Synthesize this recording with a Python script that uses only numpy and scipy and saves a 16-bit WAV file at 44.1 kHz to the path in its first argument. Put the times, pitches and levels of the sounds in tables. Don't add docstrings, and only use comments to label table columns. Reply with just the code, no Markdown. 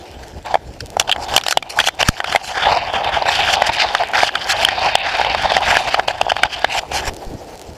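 import sys
import numpy as np
from scipy import signal
from scipy.fft import rfft, irfft, next_fast_len
from scipy.io import wavfile
from scipy.ndimage import uniform_filter1d, map_coordinates

SR = 44100
rng = np.random.default_rng(int(sys.argv[2]) if len(sys.argv) > 2 else 0)


def generate_wav(signal):
    frames = np.transpose(np.atleast_2d(signal))
    scaled = np.clip(frames, -1, 1) * 32767
    pcm = np.round(scaled).astype(np.int16)
    wavfile.write(sys.argv[1], SR, pcm)


N = 342642

# start_s, shell_peak_db, boom_peak_db, struck_panel_hz
SLAPS = [(0.542, -6.5, 0, 1720), (0.554, -15, 4.5, 2220), (0.805, -13, -34, 5630),
         (0.968, -17.5, -2.5, 1380), (0.997, 4.5, -7.5, 3430), (1.024, -18, -27, 3320),
         (1.076, -17, -27, 3260), (1.094, -0.5, -9.5, 3160), (1.114, 2, -25, 3530), (1.124, 1.5, -27, 3260),
         (1.161, -12.5, -10.5, 1700.0), (1.286, -21, -28, 2500), (1.338, -8, -10, 3500),
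         (1.363, 8.5, -1, 3050), (1.378, 8.5, 1.5, 2410), (1.411, -3, -21, 3600), (1.436, -6, -20, 5500),
         (1.464, 2.5, -4, 3680), (1.483, 3, -5, 5370), (1.509, 2.5, -7, 3400), (1.524, 2.5, -13, 1500),
         (1.572, 8, 9, 3500), (1.625, -5, -14, 2260), (1.788, 4.5, -21, 1430), (1.8, 6, -26, 3330),
         (1.84, -2, -8, 3200), (1.872, 4.5, -1, 3200), (1.885, 6, 0, 1920), (2.028, 10, 3, 3050),
         (2.086, 11.5, -34, 1310), (2.202, 4.5, -1, 1580), (2.242, 1.5, -6, 1550), (2.324, -0.5, -26, 1530),
         (2.349, -3, 5.5, 2010), (2.359, 11.5, 8, 2100), (2.67, -12, -2, 1590), (2.937, -13, -4.5, 1400),
         (3.02, -36, -7.5, 2470), (3.044, -9, -29, 2830), (3.222, -10, -7, 4370), (3.256, -16, -7.5, 1600),
         (3.62, 0.5, 5, 1960), (3.676, -10, -11, 2660), (3.949, 4, -4, 1240), (4.034, -5, -9.5, 1580),
         (4.134, -6, -11, 1500), (4.232, 0, 4, 2250), (4.29, -3.5, -17, 1620), (4.353, 0, -20.5, 1480),
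         (4.648, 7, -20, 3150), (4.686, 5.5, -6, 1670), (4.953, 6, 6.5, 2920), (5.197, -16, -2.5, 1660.0),
         (5.213, -4, -2, 1640), (5.247, -4.5, -6, 2130), (5.347, -3, -3.5, 1220), (5.519, -1.5, -1, 3330),
         (5.566, 2, 1.5, 1840), (5.742, -2, -5, 2500), (5.752, -0.5, -9, 1700), (5.768, 8, 0, 1680),
         (5.943, 2, -1.5, 1330), (5.995, 1, 0.5, 1680), (6.082, -3.5, 1, 3260), (6.213, 2, 3, 2830),
         (6.266, -35, -4, 1210), (6.282, -17, -5, 1500), (6.318, -0.5, 3, 1620), (6.365, -2, -7, 1580),
         (6.433, 8.5, -0.5, 1520), (6.644, 5.5, 4.5, 1700), (6.834, -40, -13.5, 1770.0),
         (6.917, -15.5, -13, 2620)]
# time_s, level_db
CLOTH_SHOVES = [(0.0, -39), (2.4, -34), (3.0, -51), (5.2, -42.5), (5.7, -35), (6.6, -38.5), (7.35, -32),
                (7.5, -41), (7.77, -37)]
# centre_hz, width_hz, level_db
CAVITY = [(772, 219, 0)]
# centre_hz, width_hz, level_db
SHELL_MODES = [(1608, 440, 1.5), (2530, 506, 2.5), (3104, 390, 3.5), (3610, 230, 1), (4667, 775, -2.5)]
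# frequency_hz, relative_density_db (per Hz)
HISS_TONE = [(4000, -0.5), (5800, -1), (8500, -16), (12500, -19), (15200, -34)]
# frequency_hz, relative_density_db (per Hz)
RUMBLE_TONE = [(15, -17), (30, -3.5), (70, 0.5), (180, -10), (400, -14), (600, -15)]
# frequency_hz, relative_density_db (per Hz)
LEAF_TONE = [(150, -22), (350, -6.5), (800, -5.5), (1050, -20.5), (5000, -31), (9000, -41), (15000, -40)]
# time_s, shell_level_db, boom_over_shell_db
LEANING_BRUSH = [(0.0, -46, 0.5), (0.93, -51, -2), (1.1, -40.5, 10), (1.35, -39, 6), (1.6, -42.5, 0.5),
                 (2.4, -34, 13.5), (2.62, -19, -4), (2.83, -28.5, 6.5), (3.05, -26, 8.5), (3.45, -25.5, 5),
                 (3.9, -21.5, 2.5), (4.11, -32.5, 3), (4.6, -24, 3), (5.0, -18, -0.5), (5.55, -24, 3.5),
                 (6.05, -35, 6.5), (6.7, -26, -3), (6.81, -44.5, 14.5), (7.2, -58, -13), (7.77, -50.5, 1)]
# start_s, length_s, loudest_at_share (0-1),
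# shell_level_db, boom_over_shell_db, hiss_over_shell_db
SCRAPES = [(0.445, 0.13, 0, -32.5, 11.5, -8.5), (0.996, 0.021, 0.03, -20, 8, 1.5),
           (1.075, 0.029, 0.6, -25.5, 8, -26), (1.181, 0.072, 0.9, -30, 13.5, 0),
           (1.283, 0.12, 0.77, -24.5, 8, 1), (1.446, 0.08, 1, -22.5, -8, 2.5),
           (1.692, 0.035, 0.27, -30, -1, 6), (1.722, 0.077, .7, -35, 11.5, 3),
           (1.791, 0.025, 0.44, -7, -2, -5.5), (1.818, 0.07, 0.9, -16.5, -9, -0.5),
           (1.992, 0.037, 0.6, -8, -3, -10.5), (2.04, 0.065, 0.8, -11, -5, -2),
           (2.098, 0.098, 0.9, -19, -1, -2), (2.258, 0.16, 0.36, -18, -11, -7.5),
           (2.416, 0.13, 0.2, -27, -8, 4), (2.636, 0.16, 0.83, -17.5, 6.5, -16.5),
           (3.256, 0.2, 0.18, -16.5, -3, -10.5), (3.447, 0.11, 0.8, -13.5, -6, -9.5),
           (3.659, 0.028, 0.3, -14, -15, -5), (3.69, 0.015, 0.2, -14, 10.5, -20),
           (3.724, 0.043, 0.25, -17, -19, -6), (3.777, 0.061, 0.5, -12.5, -19, -22),
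           (3.95, 0.075, 0.1, -18.5, 0, -20), (4.138, 0.15, 0.6, -11, -6, -13),
           (4.409, 0.043, 0.15, -20.5, -21, -15), (4.465, 0.065, 0.9, -12.5, -14, -5),
           (4.552, 0.09, 1, -16, -0.5, -7), (4.828, 0.107, 0.8, -23.5, 8, -28),
           (5.495, 0.084, 0.15, -17, 0, -25), (5.621, 0.16, 0.51, -13, 1, -10.5),
           (5.78, 0.12, 0, -19.5, 0, -7), (5.87, 0.083, 0.95, -15, 1, -18),
           (5.956, 0.048, 0.95, -19.5, 5, -24), (6.076, 0.039, 0.02, -17, 2, -9),
           (6.295, 0.013, 0.4, -11, -10, -18), (6.358, 0.043, 0.1, -23.5, 8.5, -18),
           (6.437, 0.036, 0.4, -17, 10, -27), (6.51, 0.041, 0.66, -17, -14, -12),
           (6.676, .12, 1, -17.5, -0.5, -6), (6.916, 0.094, 0.4, -22, 1.5, 2),
           (7.001, 0.098, 0.83, -25, 5, -1.5)]
# start_s, push_level_db, push_length_s
PORT_KNOCKS = [(2.0896, 12, 0.0035), (7.077, -12, 0.011), (7.268, -16, .014)]
# centre_hz, width_hz, level_db
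CORNER_MODES = [(7340, 470, 1.5), (9650, 1300, 8)]

SWELL_DB, FADE_DB = 9, 5.5
TOUCH_S, RELEASE_S = 0.0078, 0.01
BED_HISS_DB = -50.5
HISS_GROWS = 1.8
TOP_HZ = 15500


def amp(db):
    return 10 ** (np.asarray(db) / 20)


def unit(x):
    return x / np.sqrt(np.mean(x ** 2) + 1e-20)


def curves(rows):
    times_s, *columns = np.transpose(rows)
    return [np.interp(np.arange(N) / SR, times_s, column) for column in columns]


def wobble(rate):
    knots = rng.standard_normal(int(N * rate / SR) + 4)
    return map_coordinates(knots, [np.arange(N) * rate / SR])


def filtered(x, response):
    size = next_fast_len(len(x) + 4096)
    spectrum = rfft(x, size) * response(np.fft.rfftfreq(size, 1 / SR))
    return irfft(spectrum, size)[:len(x)]


def colour(points):
    hz_points, db = np.transpose(points)
    log_points = np.log(hz_points + 1)
    return lambda hz: amp(np.interp(np.log(hz + 1), log_points, db, left=-120, right=-120))


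def modes(rows):
    def response(f):
        total = 0
        for k, (centre, width, db) in enumerate(rows):
            damping = 1j * f * width
            total = total + (-1) ** k * amp(db) * damping / (centre * centre - f * f + damping)
        return total
    return response


def lumpy(response, lumps_db):
    return unit(filtered(amp(lumps_db) * rng.standard_normal(N), response))


def shell_damping(f):
    return 1 / (1 + 1j * f / 8000) ** 4


def shell(f):
    return modes(SHELL_MODES)(f) * shell_damping(f)


def boom(f):
    return modes(CAVITY)(f) * modes([(760, 500, 0)])(f)


def bright(f):
    return colour(HISS_TONE)(f) * np.abs(1 + modes(CORNER_MODES)(f))


def contact():
    t = np.arange(N) / SR
    lean_db, boom_over_db = curves(LEANING_BRUSH)
    power = amp([lean_db, lean_db + boom_over_db, np.full(N, BED_HISS_DB)]) ** 2
    for start, length, share, db, boom_db, hiss_db in SCRAPES:
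        span = slice(round((start - TOUCH_S) * SR), round((start + length + RELEASE_S) * SR))
        loudest = np.clip(share, .05, .95) * length
        knots = start + np.array([-TOUCH_S, 0, loudest, length, length + RELEASE_S])
        shape_db = np.interp(t[span], knots, [-40, -SWELL_DB, 0, -FADE_DB, -40])
        layers_db = np.array([shape_db, boom_db + shape_db, hiss_db + HISS_GROWS * shape_db])
        power[:, span] += amp(db + layers_db) ** 2
    return 10 * np.log10(power)


def wandering(jerk_db, depth_db):
    push = amp(jerk_db) * rng.standard_normal(N)
    rings = 0
    for k, mode in enumerate(SHELL_MODES):
        rings = rings + amp(depth_db * wobble(14)) * filtered(push, modes([mode])) * (-1) ** k
    return unit(filtered(rings, shell_damping))


def crackle(per_s):
    draw = rng.random((int(per_s * N / SR), 4))
    which = (draw[:, 1] * len(SHELL_MODES)).astype(int)
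    hz = np.array(SHELL_MODES)[which, :1] * (.9 + .2 * draw[:, 2:3])
    t = np.arange(256) / SR
    envelope = t * hz * np.exp(-t * hz / 1.6)
    grains = amp(-18 * draw[:, 3:]) * np.sin(2 * np.pi * hz * t) * envelope
    at = (draw[:, :1] * N).astype(int) + np.arange(len(t))
    return unit(np.bincount(at.ravel(), grains.ravel(), minlength=N)[:N])


def patchy(x, depth_db):
    spectra = signal.stft(x, nperseg=256)[2]
    field = uniform_filter1d(rng.standard_normal(spectra.shape), size=4, axis=0)
    field = uniform_filter1d(field, size=14, axis=1)
    return unit(signal.istft(spectra * amp(depth_db * unit(field)), nperseg=256)[1][:N])


def drag():
    shell_db, boom_db, hiss_db = contact()
    jerk_db = 1.9 * wobble(25) + 2.0 * wobble(90) + 1.84 * wobble(400)
    rattle = amp(shell_db) * (wandering(jerk_db, depth_db=3.2) + amp(-9) * crackle(per_s=90))
    air = amp(boom_db) * lumpy(boom, 0.72 * jerk_db + 3.5 * wobble(40))
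    scraping = lumpy(bright, 0.95 * jerk_db + 1.5 * wobble(20))
    hiss = amp(hiss_db) * patchy(scraping, depth_db=3.0)
    shake = amp(boom_db - 16.5) * lumpy(colour(RUMBLE_TONE), 1.07 * jerk_db)
    return rattle + air + hiss + shake


def mount():
    level_db, = curves(CLOTH_SHOVES)
    t = np.arange(N) / SR
    knocks = 0
    for start, push_db, push_s in PORT_KNOCKS:
        knocks = knocks + amp(push_db) * np.sin(np.pi * np.clip((t - start) / push_s, 0, 1))
    rumble = lumpy(colour(RUMBLE_TONE), 3.1 * wobble(14) + 3.8 * wobble(30))
    return amp(level_db) * rumble - knocks


def leaves():
    rustle = amp(-37) * lumpy(colour(LEAF_TONE), 2.4 * wobble(1.86) + 2.5 * wobble(35))
    ticks = (rng.random(N) < 14 / SR) * amp(18 * rng.random(N))
    tick_body = modes([(4500, 5200, 13.2), (10300, 4900, 4)])
    return rustle + amp(-36) * filtered(ticks, tick_body)


def peak(x):
    return x / np.abs(x).max()


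def slaps():
    out = np.zeros(N + SR)
    t = np.arange(2048) / SR
    shell_db, _, hiss_db = contact()
    for start_s, db, boom_db, pitch_hz in SLAPS:
        start = round(start_s * SR)
        steps_db = 6.4 * np.repeat(rng.standard_normal(32), 64)
        chatter = 0.071 * np.exp(-t / 0.0062) * amp(steps_db) * np.tanh(t / 0.0021)
        hit = t / 0.0011 * np.exp(-t / 0.0011)
        force = (hit + chatter) * rng.standard_normal(len(t))
        panel = modes([(pitch_hz, .12 * pitch_hz, 9)])
        rattle = peak(filtered(force, lambda f: shell(f) + panel(f) / (1 + 1j * f / 7000) ** 3))
        air = peak(filtered(t / .0003 * np.exp(-t / 0.00022), boom))
        crack_db = hiss_db[start] - shell_db[start] - 2
        crack = amp(crack_db) * peak(filtered(force, bright))
        out[start:][:len(t)] += amp(db) * (rattle + crack) + amp(boom_db) * air
    return out[:N]


def scene():
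    return (drag() + mount() + leaves() + slaps())[None]


def record(dry):
    x = dry[0]
    keep = np.exp(-1 / (0.1 * SR))
    excess = np.clip(np.abs(x) - .6, 0, None)
    overload = signal.lfilter([1 - keep], [1, -keep], excess)
    x = x / (1 + 60 * np.roll(overload, 90))
    x = x / (1 + np.abs(x / 0.98) ** 8) ** (1 / 8)
    return filtered(x, lambda hz: 1j * hz / (14 + 1j * hz) / (1 + (hz / TOP_HZ) ** 120))[None]


dry = scene()
out = record(dry)
generate_wav(out)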